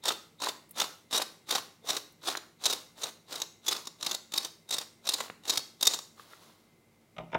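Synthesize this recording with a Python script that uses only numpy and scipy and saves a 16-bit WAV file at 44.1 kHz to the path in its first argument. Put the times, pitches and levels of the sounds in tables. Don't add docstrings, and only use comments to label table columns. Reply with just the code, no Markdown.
import sys
import numpy as np
from scipy import signal
from scipy.io import wavfile
from scipy.ndimage import uniform_filter1d

SR = 44100
rng = np.random.default_rng(int(sys.argv[2]) if len(sys.argv) > 2 else 0)


def unload_audio(sound):
    columns = np.transpose(np.atleast_2d(sound))
    steps = np.round(np.clip(columns, -1, 1) * 32767)
    wavfile.write(sys.argv[1], SR, steps.astype(np.int16))


N = 325458


def amp(db):
    return 10 ** (np.asarray(db) / 20)


def unit(x):
    return x / np.sqrt(np.mean(x ** 2) + 1e-20)


def read(points, hz):
    f, value = np.transpose(points)
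    return np.interp(np.log(hz + 1), np.log(f), value)


def add(mix, s, sound):
    part = mix[round(s * SR):][:len(sound)]
    part += sound[:len(part)]


def colour(x, spectrum, size=2048):
    log_gain = np.log(amp(read(spectrum, abs(np.fft.fftfreq(size, 1 / SR)))))
    response = np.exp(np.conj(signal.hilbert(log_gain)))
    impulse = np.fft.ifft(response).real[:size // 2]
    return signal.fftconvolve(x, impulse / np.linalg.norm(impulse))[:len(x)]


def resonate(x, hz, width_hz):
    r = np.exp(-np.pi * width_hz / SR)
    return 2 * signal.lfilter([1 - r], [1, -r * np.exp(2j * np.pi * hz / SR)], x).imag


def clicks(count, per_s, spread_db):
    chance, size, hardness = rng.random(count), rng.standard_normal(count), rng.random(count)
    strength = amp(-spread_db * np.log(hardness + 0.067))
    return (chance < per_s / SR) * np.sign(size) * strength


def burst(t, length, rise, fall):
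    return (1 - np.exp(-(t / rise) ** 2)) * np.exp(-np.maximum(t - length, 0) / fall)


# nominal frequency in Hz, width in Hz, relative level in dB.
WIRE_RING = [(3708, 70, -2.5), (3802, 130, -4), (3710, 210, -14)]
# frequency in Hz, relative level in dB.
WIRE_SIZZLE = [(300, -45.5), (2000, -18.5), (2900, -20.5), (3500, -6.5), (4400, -0.5), (5700, 3.5),
               (6900, 3.5), (8500, -1), (9700, -1.5), (11200, -6), (12500, -4.5), (16000, -11.5)]
USUAL_SLAM_DB, THUD_SHARE = -32, 0.32
DAMPING_DB_PER_S = 18.5


def buzzes(ring_db=0.1, sizzle_db=0., thud_db=2.5, detune=0.023, wire_db=-1.5, size=3000):
    out, t = np.zeros(N), np.arange(size) / SR
    for s, length, force_db in mesh_hits():
        landing, _, _, load_db, _ = min(LANDINGS, key=lambda toss: abs(toss[0] + toss[2] - s))
        push = burst(t, length, rise=.0012, fall=.003)
        chatter = rng.standard_normal(size) * push
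        tension = 1 + detune * rng.standard_normal()
        ring = sum(amp(db) * resonate(chatter, hz * tension, width) for hz, width, db in WIRE_RING)
        short_wires = sum(resonate(chatter, hz, 520) for hz in rng.uniform(4600, 10000, size=3))
        sizzle = colour(chatter + amp(wire_db) * short_wires, WIRE_SIZZLE)
        thud = stick_clacks(burst(t, length, rise=0.0004, fall=0.0035), per_s=4000)
        ring_gain = amp(ring_db - DAMPING_DB_PER_S * (s - landing))
        sizzle_gain = amp(sizzle_db + clearing_db(s))
        wires = amp(force_db) * (ring_gain * unit(ring) + sizzle_gain * unit(sizzle))
        weight = amp(thud_db + load_db + THUD_SHARE * (force_db - USUAL_SLAM_DB))
        push_rms = np.sqrt(np.mean(push ** 2))
        add(out, s - .0005, push_rms * (wires + weight * unit(thud)))
    return out


# start in seconds, length in seconds, force in dB.
MESH_SLAMS = [(.055, 0.0018, -26), (.08, 0.013, -27), (.1078, 0.0076, -46), (.419, .005, -34.5),
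              (.439, 0.0074, -34), (.4853, 0.0062, -31), (.7992, 0.0062, -25), (.8141, .007, -28.5),
              (1.1266, .013, -32), (1.144, 0.025, -29.5), (1.1743, 0.0096, -27.5), (1.2173, 0.0066, -30),
              (1.5074, 0.0055, -26), (1.522, 0.0061, -34), (1.5506, 0.0078, -27.5), (1.888, .012, -32.5),
              (1.9004, 0.0079, -27), (1.9652, 0.0073, -32), (2.272, 0.019, -34), (2.2996, 0.0061, -38),
              (2.3698, .005, -35), (2.6547, 0.013, -23.5), (2.698, 0.015, -32), (2.7254, 0.011, -30.5),
              (3.0335, .01, -32), (3.324, 0.0075, -38.5), (3.3552, 0.0056, -35.5), (3.4173, 0.002, -23.5),
              (3.6806, 0.0097, -25.5), (3.711, 0.011, -33), (3.7238, 0.0087, -30), (3.7627, 0.0065, -38.5),
              (3.8702, 0.0059, -36), (4.0267, 0.0041, -31.5), (4.063, 0.0063, -27.5), (4.1114, 0.0067, -30),
              (4.146, .004, -29), (4.3372, 0.0041, -29.5), (4.376, 0.0063, -23.5), (4.4464, 0.0052, -32.5),
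              (4.707, 0.0058, -31), (4.7242, 0.015, -33.5), (4.739, 0.0084, -30.5), (4.783, 0.0034, -27.5),
              (4.8131, 0.0041, -41), (5.0693, 0.0065, -34.5), (5.089, .0064, -24), (5.1352, 0.009, -27.5),
              (5.201, 0.011, -37), (5.4532, 0.0024, -45.5), (5.4945, 0.012, -25), (5.5314, 0.0085, -35),
              (5.573, 0.0054, -24), (5.8265, 0.0052, -22), (5.8692, .0065, -16), (5.9353, 0.012, -31.5),
              (5.9882, 0.002, -34)]
LIGHT_DB, LIGHT_SPREAD_DB, LIGHT_S = -2.5, 4.5, .003


def mesh_hits(count=3):
    hits = list(MESH_SLAMS)
    for s, _, length, db, _ in LANDINGS:
        for k, (place, force) in enumerate(rng.uniform(-1, 1, (count, 2))):
            start = s + length * (k + .5 + .5 * place) / count
            hits.append((start, LIGHT_S, db + LIGHT_DB + LIGHT_SPREAD_DB * force))
    return hits


CLEARING_DB_PER_S = 0.25


def clearing_db(s):
    return CLEARING_DB_PER_S * (s - .5 * N / SR)


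# start in seconds, lead-in of the first sticks in seconds,
# time it keeps tumbling in seconds, patter level in dB before the layer gains, share of stragglers in dB.
LANDINGS = [(.055, 0.0027, 0.069, -35.5, -15.5), (.419, 0.0028, 0.08, -37, -19),
            (.785, 0.018, 0.058, -35, -8), (1.138, .012, 0.088, -38, -12.5),
            (1.508, 0.019, 0.081, -35, -21.5), (1.897, 0.039, 0.089, -38, -20),
            (2.277, 0.041, 0.054, -38, -10.5), (2.657, 0.04, 0.1, -39.5, -7),
            (3.03, 0.051, .062, -41.5, -29), (3.325, 0.037, .11, -44, -21), (3.68, 0.031, 0.11, -42, -5.5),
            (4.06, 0.053, 0.094, -42, -24), (4.35, 0.02, 0.12, -43, -20), (4.718, 0.019, 0.11, -43.5, -20),
            (5.08, 0.03, 0.18, -43, -16.5), (5.492, 0.038, 0.1, -41, -16), (5.828, 0.011, 0.13, -40, -16.5)]
# frequency in Hz, relative level in dB.
POWDER_HISS = [(2000, -19.5), (7000, -17.5), (10000, 1), (12500, -2), (16000, -1)]
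STOP_S = 0.01


def tumbling(patter_db=-2.5, scrape_db=-6.5, stir_db=6.0, stir_ahead=0.014, stir_damping=.5,
             sift_db=-15.5, sift_lag=.04):
    t = np.arange(N) / SR
    motion = load_motion(LANDINGS, STOP_S)
    sticks = np.sqrt(np.mean(motion ** 2)) * unit(stick_clacks(motion, per_s=1400))
    contacts = unit(clicks(N, per_s=6100, spread_db=5.5))
    scrape = colour(motion * amp(clearing_db(t)) * contacts, WIRE_SIZZLE)
    coming_motion = np.interp(t + stir_ahead, t, motion)
    swing = np.maximum(coming_motion - stir_damping * motion, 0) * rng.standard_normal(N)
    stir = resonate(resonate(swing, 3780, 550), 3780, 550)
    keep = np.exp(-1 / (sift_lag * SR))
    loose_starch = signal.lfilter([1 - keep], [1, -keep], motion)
    sift = colour(loose_starch * rng.standard_normal(N), POWDER_HISS)
    return amp(patter_db) * sticks + amp(scrape_db) * scrape + amp(stir_db) * stir + amp(sift_db) * sift


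# frequency in Hz, relative level in dB.
STICK_FLESH = [(60, -33), (150, -23), (280, -2.5), (500, -1.5), (800, 0.5), (1120, 2), (1600, -4.5),
               (2300, -7.5), (4000, -1.5), (9000, -22.5)]


def stick_clacks(force, per_s, low_hz=418.0, high_hz=1540.0, width_hz=100.0, clack_db=0.0, count=10):
    place = (np.arange(count) + rng.random(count)) / count
    pitches = low_hz * (high_hz / low_hz) ** place
    out = np.zeros(len(force))
    for hz in pitches:
        hits = force * clicks(len(force), per_s / count, spread_db=6.0)
        out += hits + amp(clack_db) * resonate(hits, hz, width_hz)
    return colour(out, STICK_FLESH)


def load_motion(tosses, stop_s, size=16):
    t = np.arange(0, N, size) / SR
    motion = sum(tumble(t, *toss, stop_s) for toss in tosses)
    return np.interp(np.arange(N) / SR, t, motion)


LEAD_IN_DB, SAG_DB = -11.5, -3
ARRIVE_S, STRAGGLE_S = 0.0077, 0.063


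def tumble(t, s, lead_in, length, db, stragglers_db, stop_s):
    early, late = np.maximum(s - t, 0), np.maximum(t - s - length, 0)
    arrival = np.exp(-(np.maximum(early - lead_in, 0) / ARRIVE_S) ** 2)
    lead_db = LEAD_IN_DB * np.minimum(early / lead_in, 1)
    sag_db = SAG_DB * np.clip((t - s) / length, 0, 1)
    stragglers = amp(stragglers_db)
    rest = (1 - stragglers) * np.exp(-late / stop_s) + stragglers * np.exp(-late / STRAGGLE_S)
    return arrival * amp(db + lead_db + sag_db) * rest


# start in seconds, peak in dB, pitch in Hz,
# 60 dB decay time in seconds, shaking of the neighbours in dB relative to the pitch.
STICK_TAPS = [(0.1043, -21, 1204, 0.012, -4), (0.4704, -19.5, 1034, 0.011, -37),
              (.8185, -22.5, 850, 0.012, -14), (1.1978, -22.5, 595, 0.013, -6.5),
              (1.217, -19.5, 1100, 0.009, -18), (1.551, -21, 710, 0.013, -5),
              (1.582, -30, 1150, 0.017, -20), (1.843, -42.5, 474, 0.031, -15),
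              (2.283, -22.5, 772, 0.024, -6), (2.3522, -19, 1590, 0.0034, -23),
              (3.726, -23.5, 1370, 0.0038, -23), (5.205, -23, 1060, 0.0059, -1),
              (5.2998, -22, 1200, 0.0014, -21.5), (6.195, -38, 1200, 0.026, -8),
              (6.333, -38, 1360, 0.02, -9), (6.495, -51, 1000, 0.034, -5)]


def taps(snap_db=0., soft_hz=3600., size=1800):
    out, t = np.zeros(N), np.arange(size) / SR
    soften = signal.butter(4, soft_hz, fs=SR)
    for s, db, hz, t60, shake_db in STICK_TAPS:
        knock = np.sin(2 * np.pi * hz * t) * amp(-60 * t / t60)
        snap = amp(snap_db) * np.sin(2 * np.pi * 1.4 * hz * t) * amp(-60 * t / (0.49 * t60))
        neighbours = unit(colour(rng.standard_normal(size), STICK_FLESH))
        shake = amp(shake_db) * neighbours * np.exp(-t / 0.0046)
        contact = np.minimum(t / (0.098 * t60), 1)
        tap = signal.lfilter(*soften, (knock + snap + shake) * contact)
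        add(out, s, amp(db) * tap / abs(tap).max())
    return out


# start in seconds, length in seconds,
# level in dB of the noise before its envelope.
POWDER_SWISHES = [(0.708, 0.0025, -39), (2.121, .002, -56)]


def swishes(size=2000):
    out, t = np.zeros(N), np.arange(size) / SR
    for s, length, db in POWDER_SWISHES:
        hiss = unit(colour(rng.standard_normal(size), POWDER_HISS))
        add(out, s, amp(db) * hiss * burst(t, length, rise=0.0016, fall=0.0046))
    return out


# start in seconds, lead-in in seconds, tumbling time in seconds,
# level in dB before the layer gains, share of stragglers in dB.
LAST_JIGGLES = [(6.205, 0.039, .03, -56.5, -16), (6.32, 0.033, .035, -61, -17),
                (6.425, 0.016, .05, -65, -19)]
SETTLE_S = 0.14


def settling(sticks_db=-0.5, wires_db=-7.0, powder_db=-8.5):
    motion = load_motion(LAST_JIGGLES, SETTLE_S)
    out = np.zeros(N)
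    for level, spectrum in ((sticks_db, STICK_FLESH), (wires_db, WIRE_SIZZLE), (powder_db, POWDER_HISS)):
        contacts = unit(clicks(N, per_s=1800, spread_db=0.5))
        out += amp(level) * colour(motion * contacts, spectrum)
    return out


# start in seconds, peak of the blow in dB, contact cut-off in Hz, boom of the counter in dB.
KNOCKS_AND_SCRAPE = [(7.1826, -32.5, 6500, -45), (7.1989, -34, 1090, -51), (7.2069, -44, 3900, -61.5),
                     (7.231, -46.5, 400, -54), (7.318, -43, 7000, -75), (7.3445, -26, 5440, -63),
                     (7.3485, -18, 1800, -36)]
# frequency in Hz, width in Hz, relative level in dB.
WOOD_MODES = [(639, 52, 7.5), (910, 53, 4.5), (1037, 57, -3.5), (1196, 74, -0.5), (1465, 170, -15),
              (1795, 91, -10), (2450, 170, -6.5), (3300, 310, -18)]
# frequency in Hz, relative level in dB.
WOOD_CRACK = [(60, -26), (400, 2.5), (700, -2), (2500, 0.5), (3700, 1), (4200, -17), (6000, -12.5),
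              (9000, -24), (16000, -44)]
# frequency in Hz, relative level in dB, 60 dB decay time in seconds.
COUNTER_MODES = [(60, -12, 0.296), (124, -13, 0.18), (166.5, 1, 0.23), (222, -8, 0.11)]
# frequency in Hz, relative level in dB.
RUMBLE_SPECTRUM = [(25, -50), (50, -16), (90, -17), (170, 1), (280, -4), (420, -15), (640, -1),
                   (1100, -12.5), (1800, -35), (5000, -53)]


def knocks(crack_db=-16.5, rumble_db=2.0, rumble_fall=0.032, size=16000):
    out, t = np.zeros(N), np.arange(size) / SR
    for s, db, contact_hz, boom_db in KNOCKS_AND_SCRAPE:
        contact = rng.standard_normal(size) * np.exp(-t / 0.0061)
        modes, low = np.zeros(size), np.zeros(size)
        for k, (hz, width, level) in enumerate(WOOD_MODES):
            modes += (-1) ** k * amp(level) * resonate(contact, hz, width)
        for k, (hz, level, t60) in enumerate(COUNTER_MODES):
            low += (-1) ** k * amp(level - 60 * t / t60) * np.sin(2 * np.pi * hz * t)
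        soften = signal.butter(2, contact_hz, fs=SR)
        blow = signal.lfilter(*soften, modes + amp(crack_db) * colour(contact, WOOD_CRACK))
        rough_noise = unit(colour(rng.standard_normal(size), RUMBLE_SPECTRUM, size=8192))
        boom = low + amp(rumble_db) * rough_noise * np.exp(-t / rumble_fall)
        add(out, s, amp(db) * blow / abs(blow).max() + amp(boom_db) * boom)
    return out


# frequency in Hz, 60 dB decay time in seconds.
KITCHEN_T60 = [(150, 0.6), (660, 0.4), (1740, 0.43), (4600, 0.4), (12000, 0.51)]
# frequency in Hz, level in dB.
KITCHEN_DB = [(150, -6), (700, -11.5), (2000, -9.5), (3200, -10), (3700, -15.5), (4200, -8.5), (6000, -12),
              (14000, -17.5)]


def kitchen(x, onset=0.0069, count=1600, size=22):
    echoes = np.zeros(count * size)
    places = np.arange(count) * size + rng.integers(0, size, count)
    echoes[places] = rng.choice([-1., 1.], count)
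    echoes *= 1 - np.exp(-np.arange(len(echoes)) / SR / onset)
    hz, t, z = signal.stft(echoes, SR, nperseg=256)
    z = z * amp(-60 * t / read(KITCHEN_T60, hz)[:, None])
    energy = np.linalg.norm(signal.istft(z, SR)[1])
    tail = signal.istft(z * amp(read(KITCHEN_DB, hz))[:, None], SR)[1] / energy
    return signal.fftconvolve(x, tail)[:N]


def changing_echo(x, turn_hz=4.3, count=4):
    angle = 2 * np.pi * turn_hz * np.arange(N) / SR
    patterns = sum(kitchen(x * np.cos(angle + np.pi * k / count)) for k in range(count))
    return patterns * np.sqrt(2 / count)


# frequency in Hz, relative level in dB.
ROOM_AIR = [(18, -41), (30, -9), (70, -22.5), (86, -19), (170, -5), (199, -17), (227, -3), (259, -23),
            (295, -10), (1860, -29), (2060, -20.5), (2480, -28), (16000, -36.5)]
# mean frequency in Hz, level in dB.
APPLIANCE_HUM = [(100, -77), (172, -87.5), (231, -81), (2073, -83)]


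def background(air_db=-65.5, waver_hz=3.2):
    out = amp(air_db) * unit(colour(rng.standard_normal(N), ROOM_AIR, size=8192))
    for hz, db in APPLIANCE_HUM:
        drift = waver_hz * unit(uniform_filter1d(rng.standard_normal(N), size=2000))
        phase = 2 * np.pi * np.cumsum(hz + drift) / SR
        out += amp(db) * unit(np.sin(phase))
    return out


def scene(open_mesh_hz=133.0):
    basket = buzzes() + tumbling() + taps() + swishes() + settling()
    no_bass = signal.butter(3, open_mesh_hz, "high", fs=SR, output="sos")
    direct = signal.sosfilt(no_bass, basket) + knocks()
    return (direct + changing_echo(direct) + background())[None]


def record(dry, double_db=-12.0, lead_s=.01742, bass_hz=45, edge_hz=15950):
    lead = round(lead_s * SR)
    ahead = np.pad(dry[:, lead:], ((0, 0), (0, lead)))
    doubled = dry + amp(double_db) * ahead
    high_pass = signal.butter(3, bass_hz, "high", fs=SR, output="sos")
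    doubled = signal.sosfilt(high_pass, doubled)
    low_pass = signal.firwin(511, edge_hz, window=("kaiser", 9), fs=SR)
    return signal.oaconvolve(doubled, low_pass[None], "same")


dry = scene()
out = record(dry)
unload_audio(out)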